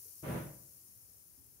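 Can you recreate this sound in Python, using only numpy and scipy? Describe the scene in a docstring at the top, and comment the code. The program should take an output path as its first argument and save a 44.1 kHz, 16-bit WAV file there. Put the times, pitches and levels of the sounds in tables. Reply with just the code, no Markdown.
"""A small bathroom rumbles quietly while, close by, water fizzes in a basin, tiny bubbles bursting in it.
Just after a faint far bump comes a dull knock, like a door bumping shut beyond the wall: four quick
contacts set low modes booming and send a clatter of reflections through the room.
The knock rings out, the fizz slowly dies down, and a few more faint bumps come from further off."""
import sys
import numpy as np
from scipy import signal
from scipy.fft import rfft, irfft
from scipy.io import wavfile

SR = 44100
rng = np.random.default_rng(int(sys.argv[2]) if len(sys.argv) > 2 else 0)


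def unload_wav(signal):
    """Save mono or channel-first audio to the path in sys.argv[1] as 16-bit WAV at rate SR, clipped to [-1, 1]."""
    wavfile.write(
        sys.argv[1],
        SR,
        np.round(np.clip(np.atleast_2d(signal).T, -1, 1) * 32767).astype(np.int16),
    )


N = 70560
FREQS = np.fft.rfftfreq(N, 1 / SR)
SPREAD = np.array([[.5], [-.5]])  # half to the left ear, the opposite half to the right


def amp(db):
    """Decibels to gain."""
    return 10 ** (np.asarray(db) / 20)


def unit_rms(x):
    """Scales to an rms of one."""
    return x / np.sqrt(np.mean(x ** 2) + 1e-20)


def curve(points, hz=FREQS):
    """Reads a table on a log-frequency axis."""
    f, value = np.transpose(points)
    return np.interp(np.log(hz + 1), np.log(f + 1), value)


def since(start):
    """Seconds since start, zero before it."""
    return np.maximum(np.arange(N) / SR - start, 0)


def stereo_noise(correlation):
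    """White noise for two ears, alike by the given amount at each frequency."""
    left, other = rfft(rng.standard_normal((2, N)))
    alike = np.clip(curve(correlation), -1, 1)
    return irfft(np.array([left, alike * left + np.sqrt(1 - alike ** 2) * other]), N)


def equalise(x, eq, pan):
    """Gives a stereo pair a tone and a left-right balance, at unit rms."""
    db = curve(eq) + SPREAD * curve(pan)
    return unit_rms(irfft(rfft(x) * amp(db), N))


# Room tone EQ, heavy in the lows: f/Hz, relative level/dB
ROOM_EQ = [(20, -35.5), (45, -8), (80, 3), (130, 0.5), (200, -8), (400, -10.5), (700, -17.5), (1400, -21.5),
           (2000, -24), (3400, -26), (6000, -27)]
# Its stereo image, wide above the bass: f/Hz, left-right correlation
ROOM_CORRELATION = [(60, 0.81), (150, 0.22), (400, 0.11), (1000, 0.0039), (3000, 0.03)]
# Its balance: f/Hz, left over right/dB
ROOM_PAN = [(60, -3), (170, 2.5), (400, -0.5), (2500, 3.5)]


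def room_tone(level_db=-70):
    """A bed of steady low rumble."""
    return amp(level_db) * equalise(stereo_noise(ROOM_CORRELATION), ROOM_EQ, ROOM_PAN)


# Faint thuds from further off: t/s, level/dB, centre f/Hz, t60/s
FAR_BUMPS = [(0.049, -58, 418, 0.14), (0.871, -75, 280, 0.52), (.95, -64, 117.5, 0.52),
             (1.372, -67.5, 272, 0.39), (1.395, -61, 85, 0.32)]


def far_bump(start, db, hz, t60, attack_s=0.0089, width_octaves=0.21):
    """A soft, muffled bump: a narrow band of noise that dies away in the room."""
    t = since(start)
    band = np.exp(-.5 * (np.log2((FREQS + 1) / hz) / width_octaves) ** 2)
    body = unit_rms(irfft(rfft(stereo_noise(ROOM_CORRELATION)) * band, N))
    return body * (1 - np.exp(-t / attack_s)) * amp(db - 60 * t / t60)


def bubble_pops(pops_per_s=1500, pitches=18, decay_s=0.00032, spread_db=3.2):
    """Each bursting bubble is a tiny ping at its own pitch."""
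    t = np.arange(300) / SR
    out = np.zeros((2, N))
    for hz in np.linspace(4430, 15600, pitches):
        size = amp(spread_db * np.minimum(rng.exponential(1, (2, N)), 4.6))
        bursts = size * (rng.random((2, N)) < pops_per_s / pitches / SR)
        ping = np.exp(-t / decay_s) * np.sin(2 * np.pi * hz * t)
        out += signal.oaconvolve(bursts, [ping], axes=1)[:, :N]
    return unit_rms(out)


# Bright, airy EQ of the fizz in each ear: f/Hz, relative level/dB
FIZZ_EQ_LEFT = [(1000, -30), (2600, -23), (3550, -28), (4200, -18), (5300, -10), (6600, -8), (7700, -10.5),
                (9700, -.5), (12300, 0), (14000, -2.8), (15800, -3.8)]
FIZZ_EQ_RIGHT = [(1000, -32), (2800, -26), (3400, -29), (4200, -21), (5300, -11), (6700, -8.5),
                 (7400, -12.5), (8200, -20), (9500, -13.5), (11000, -7.3), (12500, -7.7), (14400, -5.7),
                 (15800, -6.7)]
# Its slow fade: t/s, level/dB
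FIZZ_FADE = [(0, -50.5), (.22, -52.5), (.31, -50), (.45, -53), (.62, -55), (1.0, -57), (1.3, -58.5),
             (1.6, -60)]


def water_fizz():
    """Countless tiny bubbles merge into a hiss; larger ones stand out as ticks."""
    hiss = rng.standard_normal((2, N))
    ticks = amp([[-6], [-9]]) * bubble_pops()  # stronger on the left
    eq = amp([curve(FIZZ_EQ_LEFT), curve(FIZZ_EQ_RIGHT)])
    fade = amp(np.interp(since(0), *np.transpose(FIZZ_FADE)))
    return unit_rms(irfft(rfft(hiss + ticks) * eq, N)) * fade


def contact_envelope(contact, hz, t60, crossover_hz=276, build_cycles=0.51, lag_s_per_khz=0.02):
    """One hit swells and decays: deep notes need time to build, treble arrives by many reflections."""
    start, bass_db, treble_db = contact
    t = since(start)
    attack_s = build_cycles / hz + lag_s_per_khz * hz / 1000
    hit_db = treble_db + (bass_db - treble_db) / (1 + (hz / crossover_hz) ** 4)
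    return (1 - np.exp(-t / attack_s)) * amp(hit_db - 60 * t / t60)


# EQ of the knock's diffuse tail: f/Hz, relative level/dB
CLATTER_EQ = [(30, -31), (60, -8.5), (130, 3.5), (300, -4.5), (620, -6.5), (800, -11), (1200, -10.5),
              (2000, -12), (3000, -17.5), (4500, -23), (8000, -48)]
# Its decay, shorter in the highs: f/Hz, t60/s
CLATTER_DECAY = [(60, 0.8), (250, 0.61), (600, .54), (1400, 0.46), (3500, 0.35)]
# Its stereo image: f/Hz, left-right correlation
CLATTER_CORRELATION = [(60, 0.51), (120, 0.81), (190, 0.88), (380, 0.22), (700, 0.46), (1300, 0)]
# Its balance: f/Hz, left over right/dB
CLATTER_PAN = [(60, -15), (130, 7.5), (600, -1.3), (1200, -1), (4000, -2.3)]


def clatter(contacts):
    """Dense reflections of each contact build up and die away, band by band."""
    centres_hz = np.geomspace(40, 8000, 9)
    bands = [np.interp(np.log(FREQS + 1), np.log(centres_hz), row) for row in np.eye(len(centres_hz))]
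    out = np.zeros((2, N))
    for contact in contacts:
        spectrum = rfft(equalise(stereo_noise(CLATTER_CORRELATION), CLATTER_EQ, CLATTER_PAN))
        for hz, band in zip(centres_hz, bands):
            out += irfft(spectrum * band, N) * contact_envelope(contact, hz, curve(CLATTER_DECAY, hz))
    return out


# Resonances that give the knock its body: f/Hz, relative level/dB, t60/s
KNOCK_MODES = [(54.5, -26, 0.79), (78.26, -8.5, 0.52), (124, -3.5, .64), (144.8, -1, 0.52),
               (169.8, -7, 0.44), (183.2, -6, 0.45), (234.5, -3.5, .34), (267, -12.5, .42),
               (323.1, -10.5, 0.55), (344.7, -17, 0.49), (364.5, 6.5, 0.032), (412, -17, 0.52),
               (500, -18.5, 0.56), (556, -19, 0.63), (614.2, -13.5, 0.5), (986.4, -20.5, 0.5),
               (1492, -23.5, 0.49), (2155, -23.5, 0.33)]


def boom(contacts, widen_hz=545):
    """Each contact feeds the modes afresh; the higher ones reach the two ears out of step."""
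    t = since(contacts[0][0])
    out = np.zeros((2, N))
    for k, (hz, db, t60) in enumerate(KNOCK_MODES):
        ring = sum(contact_envelope(contact, hz, t60) for contact in contacts)
        ear_phase = (-1) ** k * SPREAD * min((hz / widen_hz) ** 2, np.pi / 2)
        out += amp(db) * ring * np.sin(2 * np.pi * hz * t + ear_phase)
    return out


# The hits that make up the knock: t/s, relative bass level/dB, relative treble level/dB
KNOCK_CONTACTS = [(.228, -6.5, 2), (0.261, -10.5, 0), (0.282, -2.5, 1), (0.332, -3, 2.5)]


def knock(gain_db=-38.5):
    """A quick run of contacts: light ones rattle, heavy ones also boom."""
    return amp(gain_db) * (boom(KNOCK_CONTACTS) + clatter(KNOCK_CONTACTS))


def scene():
    """The knock over the fizzing water, the quiet room and the far bumps."""
    return knock() + water_fizz() + room_tone() + sum(far_bump(*row) for row in FAR_BUMPS)


def record(dry, cutoff_hz=15750):
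    """A steep low-pass trims the very top."""
    taps = signal.firwin(1401, cutoff_hz, window=("kaiser", 8), fs=SR)
    return signal.oaconvolve(dry, taps[None], "same")


dry = scene()
out = record(dry)
unload_wav(out)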